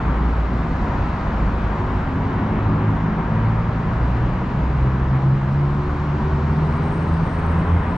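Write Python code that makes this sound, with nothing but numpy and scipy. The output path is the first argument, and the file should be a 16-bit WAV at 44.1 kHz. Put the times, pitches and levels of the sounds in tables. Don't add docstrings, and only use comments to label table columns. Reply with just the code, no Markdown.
import sys
import numpy as np
from scipy import signal
from scipy.fft import rfft, irfft, next_fast_len
from scipy.io import wavfile
from scipy.ndimage import uniform_filter1d, minimum_filter1d, map_coordinates

SR = 44100
rng = np.random.default_rng(int(sys.argv[2]) if len(sys.argv) > 2 else 0)


def transcribe(u):
    v = np.clip(np.atleast_2d(u).T, -1, 1)
    q = np.round(v * 32767).astype(np.int16)
    wavfile.write(sys.argv[1], SR, q)


N = 351477


def traffic():
    # t/s, then level/dB of deck rumble, low roar, tyres, hiss
    levels = [(0, -28, -26, -29, -54.5), (.5, -27.5, -27.5, -31, -54.5), (1, -26.5, -28, -29.5, -52.5),
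              (1.5, -27.5, -28, -30, -54.5), (2, -25.5, -27.5, -30, -55), (2.68, -27, -27, -29.5, -57),
              (3.2, -29, -28.5, -29.5, -56.5), (3.6, -29, -28.5, -30, -55.5), (4, -27.5, -29, -30.5, -55),
              (4.5, -29.5, -27.5, -30.5, -55.5), (5, -29, -27.5, -31, -56), (5.6, -25.5, -30.5, -32.5, -55),
              (6, -29, -30.5, -31, -53.5), (6.5, -28.5, -28.5, -30.5, -53.5),
              (7.2, -27.5, -28.5, -30.5, -54), (7.85, -25.5, -28, -28, -56), (7.97, -24.5, -26.5, -30, -58)]
    # f/Hz, relative level/dB
    deck_spectrum = [(10, -42), (20, -10.5), (30, -3.5), (42, -1), (60, -5.5), (90, -1.5), (130, -30.5),
                     (200, -51), (400, -120)]
    roar_spectrum = [(30, -120), (60, -8), (100, -0.5), (150, 2), (220, -1.5), (300, -6), (420, -12),
                     (600, -22.5), (900, -67.5), (1500, -120)]
    tyre_spectrum = [(150, -120), (300, -14.5), (420, -6), (600, -5), (800, -3), (880, -3.5), (930, 0),
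                     (1100, -3), (1500, -8.5), (2000, -14.5), (3000, -25), (4000, -36), (6000, -120)]
    hiss_spectrum = [(1200, -120), (2200, -3.5), (3200, -6.5), (4000, -4.5), (5000, -9.5), (6300, -15.5),
                     (7700, -20), (8100, -30.5), (9000, -49), (11000, -120)]
    deck_db, roar_db, tyre_db, hiss_db = curves(levels)
    roar_boost_db = 2.0
    deck = amp(deck_db + 0.66 * wobble(1.3)) * stereo_noise(deck_spectrum, patchy_db=0.26)
    roar = amp(roar_db + roar_boost_db + 0.67 * wobble(4.06)) * stereo_noise(roar_spectrum, patchy_db=1)
    tyres = amp(tyre_db + 0.31 * wobble(4.0)) * stereo_noise(tyre_spectrum, patchy_db=0.6)
    hiss = amp(hiss_db + 0.4 * wobble(2.5)) * stereo_noise(hiss_spectrum, patchy_db=0.9)
    return deck + roar + tyres + hiss


def exhaust_drone():
    # t/s, f/Hz
    firing_rate = [(0, 57.7), (.4, 57.57), (.9, 53.46), (1.2, 53.7), (1.7, 51.95), (2.4, 52.75),
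                   (2.95, 52.8), (3.2, 53.8), (3.42, 54.55), (3.6, 55.6), (4.4, 61.26), (4.8, 63.7),
                   (5.1, 66.6), (5.42, 68.14), (5.75, 72.48), (6.05, 73.05), (6.2, 75.3), (6.4, 76.16),
                   (6.8, 79.78), (7.15, 81.85), (7.5, 82.6), (7.97, 86.9)]
    # t/s, level/dB
    first_tone = [(0, -25.5), (.15, -19.5), (.36, -21), (.5, -20.5), (.75, -29.5), (1, -22.5), (1.2, -29),
                  (1.42, -22), (1.75, -29), (2.12, -24.5), (2.35, -37), (2.9, -35.5), (3.5, -27.5),
                  (3.78, -35.5), (4, -21), (4.25, -22.5), (4.47, -34), (4.65, -21.5), (4.8, -22.5),
                  (4.92, -26), (5.05, -19.5), (5.2, -29), (5.45, -35.5), (5.68, -27.5), (5.8, -32),
                  (5.93, -23.5), (6.07, -33.5), (6.25, -23.5), (6.5, -24.5), (6.6, -29.5), (6.75, -22.5),
                  (6.95, -31.5), (7.12, -22.5), (7.25, -32.5), (7.4, -25), (7.75, -17.5), (7.97, -34.5)]
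    second_tone = [(0, -45.5), (1, -42), (1.9, -30), (2.05, -31), (2.3, -29.5), (2.55, -24.5), (2.7, -25.5),
                   (2.92, -22), (3.1, -35), (3.22, -34.5), (3.38, -17.5), (3.7, -25), (3.87, -29.5),
                   (4, -24.5), (4.25, -20), (4.43, -33), (4.55, -26), (4.68, -32.5), (4.8, -19),
                   (4.92, -21), (5.02, -23.5), (5.15, -21), (5.22, -21), (5.33, -14), (5.47, -25),
                   (5.62, -20), (5.75, -23), (5.85, -20.5), (5.95, -22.5), (6.03, -19.5), (6.12, -28.5),
                   (6.25, -23), (6.42, -28.5), (6.6, -22.5), (6.8, -25), (6.95, -26.5), (7.22, -22.5),
                   (7.38, -30.5), (7.55, -21), (7.67, -27), (7.77, -20), (7.88, -28), (7.97, -26.5)]
    # t/s, f/Hz, level/dB
    third_tone = [(0, 172, -33.5), (.6, 168, -39.5), (1.4, 157, -46.5), (2.05, 154, -31.5),
                  (2.35, 158, -31.5), (2.52, 158, -35.5), (2.65, 158, -26.5), (2.9, 159, -26),
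                  (3.15, 165, -27.5), (3.5, 166, -30), (3.9, 172, -30.5), (4.2, 178, -31),
                  (4.5, 187, -33.5), (4.8, 188, -33), (5.2, 193, -31.5), (5.5, 202, -30), (5.85, 209, -37),
                  (6.25, 217, -31.5), (6.75, 230, -35), (7.05, 239, -38), (7.55, 250, -41),
                  (7.97, 258, -41.5)]
    overtones = {4: [(1.7, 0.52, -34.5), (2.55, 0.14, -27.5), (2.8, 0.14, -27.5), (3.12, .08, -28),
                 (3.35, 0.1, -28), (3.65, .15, -33.5), (5.9, 0.25, -36), (7.1, .3, -40)],
                 5: [(2.2, 0.35, -33.5), (2.85, .3, -35), (4.8, 0.28, -40.5), (5.3, .25, -37),
                 (5.8, 0.3, -35), (6.25, 0.22, -33.5), (6.7, .35, -39), (7.4, .4, -42.5)],
                 5.5: [(2.72, .22, -34.5)], 7: [(1.9, 0.23, -37.5), (2.55, .25, -36), (2.85, .1, -38),
                 (3.15, 0.12, -39.5)]}
    roughness = {1: (0, -11, 12), 2: (0, -12, 14), 3: (0, -12, 18), 4: (0, -11, 20), 5: (0, -8, 28),
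                 5.5: (0, -8, 28), 7: (0, -7, 30)}
    firing_hz, = curves(firing_rate)
    tones = {1: (firing_hz, *curves(first_tone)),
             2: (2 * firing_hz, *curves(second_tone)),
             3: curves(third_tone)}
    tones |= {multiple: (multiple * firing_hz, swells(rows)) for multiple, rows in overtones.items()}
    drone = np.zeros(N)
    for multiple, (hz, db) in tones.items():
        steady_db, echo_db, wander_rate = roughness[multiple]
        steady = tone(hz + multiple * 0.4 * wobble(12), db + steady_db + 1.2 * wobble(18))
        echoes = amp(db + echo_db) * smeared_tone(hz, wander_rate)[0]
        drone += steady + echoes
    return drone


def engine_hum():
    # t/s, f/Hz
    pitch = [(0, 152), (3.55, 148.9), (3.9, 143), (4.7, 148.2), (5.9, 145.1), (6.3, 140.4), (7.97, 139.1)]
    # peak t/s, half length/s, peak level/dB
    peaks = [(3.68, 0.3, -27), (4.7, 0.12, -27), (6.45, 0.58, -25.5)]
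    hz, = curves(pitch)
    return tone(hz + 0.7 * wobble(10), swells(peaks) + 1.3 * wobble(7.8))


def brake_squeal():
    # t/s, f/Hz
    pitch = [(6.42, 8620), (7.45, 8605), (7.7, 8575), (7.97, 8500)]
    # t/s, level/dB
    levels = [(6.3, -100), (6.47, -80), (6.62, -72), (6.8, -69), (6.97, -63), (7.1, -67), (7.22, -67),
              (7.35, -66), (7.5, -67), (7.65, -70.5), (7.85, -75), (7.95, -69)]
    hz, = curves(pitch)
    db, = curves(levels)
    core = tone(hz + 14 * wobble(30), -3 + 1.5 * wobble(25))
    echoes = amp(-3) * smeared_tone(hz - 10, rate=110)
    breath = amp(-5) * smeared_tone(hz - 80, rate=750, channels=2)
    late_fade_in = np.clip((np.arange(N) / SR - 7.55) / 0.15, 0, 1)
    lower_note = late_fade_in * amp(-76) * smeared_tone(hz - 230, rate=160, channels=2)
    return amp(db) * (core + echoes + breath) + lower_note


def high_hiss():
    # t/s, relative level/dB
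    levels = [(0, -84), (1.03, -83.5), (2.2, -85), (2.8, -88), (3.19, -88), (3.4, -84), (3.6, -86),
              (3.94, -82), (4.4, -85), (4.94, -87), (5.54, -79), (6.2, -79.5), (6.7, -87), (7.97, -90)]
    # peak t/s, half length/s, peak level/dB
    tick_peaks = [(.365, .009, -87), (.848, .009, -86), (2.365, .018, -82), (3.63, .04, -93),
                  (3.775, .015, -89), (4.665, .009, -88)]
    # f/Hz, relative level/dB
    hiss_spectrum = [(6500, -120), (7600, -5.5), (8300, -0.5), (10300, -10.5), (10800, -19.5),
                     (11800, -12.5), (13000, -29.5), (15400, -33.5)]
    tick_spectrum = [(7000, -120), (9000, 0), (11500, 0), (13000, -6), (14000, -16), (15000, -40)]
    hiss_db, = curves(levels)
    hiss = amp(hiss_db + 2.0 + 0.6 * wobble(6)) * stereo_noise(hiss_spectrum, patchy_db=1.0)
    ticks = amp(swells(tick_peaks) + 3 * wobble(150)) * stereo_noise(tick_spectrum, patchy_db=0.5)
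    return hiss + ticks


def stereo_noise(spectrum, patchy_db):
    # f/Hz, likeness (1 = the same)
    likeness = [(60, 1), (180, 1), (300, 1), (520, 0.95), (890, 0.74), (1500, 0.69), (2600, 0.64),
                (5000, 0.66), (9000, 0.7)]
    bands = signal.stft(rng.standard_normal((2, N)), nperseg=512)[2]
    patches = uniform_filter1d(rng.standard_normal(bands.shape[1:]), size=6, axis=0)
    patches = uniform_filter1d(patches, size=16, axis=1)
    patches /= rms(patches)
    noise = signal.istft(bands * amp(patchy_db * patches), nperseg=512)[1][:, :N]

    def colour_and_width(hz):
        angle = np.arccos(np.clip(at_frequency(likeness, hz), -1, 1)) / 2
        return amp(at_frequency(spectrum, hz)) * [np.cos(angle), np.sin(angle)]

    middle, side = filtered(noise, colour_and_width)
    return np.array([middle + side, middle - side]) / rms(middle)


def tone(hz, db):
    return np.sqrt(2) * amp(db) * np.sin(2 * np.pi * (np.cumsum(hz) / SR + rng.random()))


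def smeared_tone(hz, rate, channels=1):
    pure = np.exp(2j * np.pi * np.cumsum(hz) / SR)
    return np.real([pure * (wobble(rate) + 1j * wobble(rate)) for _ in range(channels)])


def swells(rows):
    t = np.arange(N) / SR
    drop_db = 4.5
    humps = [peak_db - drop_db * ((t - peak_s) / half_s) ** 2 for peak_s, half_s, peak_db in rows]
    return np.max(humps, axis=0)


def wobble(rate):
    points = rng.standard_normal(int(N * rate / SR) + 4)
    return map_coordinates(points, [np.arange(N) * rate / SR])


def curves(rows):
    times, *columns = np.transpose(rows)
    return [np.interp(np.arange(N) / SR, times, column) for column in columns]


def at_frequency(rows, hz):
    row_hz, values = np.transpose(rows)
    return np.interp(np.log(hz + 1), np.log(row_hz + 1), values)


def filtered(x, response):
    size = next_fast_len(N + SR // 2)
    hz = np.fft.rfftfreq(size, 1 / SR)
    return irfft(rfft(x, size) * response(hz), size)[..., :N]


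def amp(db):
    return 10 ** (np.asarray(db) / 20)


def rms(x):
    return np.sqrt(np.mean(x ** 2) + 1e-20)


def limiter(x, ceiling):
    span = SR // 50
    needed_gain = np.minimum(1, ceiling / (np.abs(x).max(0) + 1e-9))
    held_gain = minimum_filter1d(needed_gain, size=2 * span)
    return x * uniform_filter1d(uniform_filter1d(held_gain, size=span), size=span)


def scene():
    n = np.arange(N)
    fade_s = 0.004
    fade = np.clip(np.minimum(n, N - 1 - n) / (fade_s * SR), 0, 1)
    return (traffic() + high_hiss() + exhaust_drone() + engine_hum() + brake_squeal()) * fade


def record(dry):
    # f/Hz, level/dB
    left_louder = [(60, -0.3), (200, 0), (400, 0.8), (1000, 1.8), (2600, 1.7), (6000, 1), (9000, 1.5)]
    # f/Hz, phase/rad
    left_lead = [(30, -0.092), (100, 0.014), (370, 0.29), (780, 0.42), (2760, -.6), (8000, -0.68)]
    sides = np.array([[0.5], [-0.5]])

    def microphones(hz):
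        gain = amp(sides * at_frequency(left_louder, hz))
        return gain * np.exp(1j * sides * at_frequency(left_lead, hz))

    limited = limiter(filtered(dry, microphones), ceiling=0.42)
    return filtered(limited, lambda hz: hz < 15400)


dry = scene()
out = record(dry)
transcribe(out)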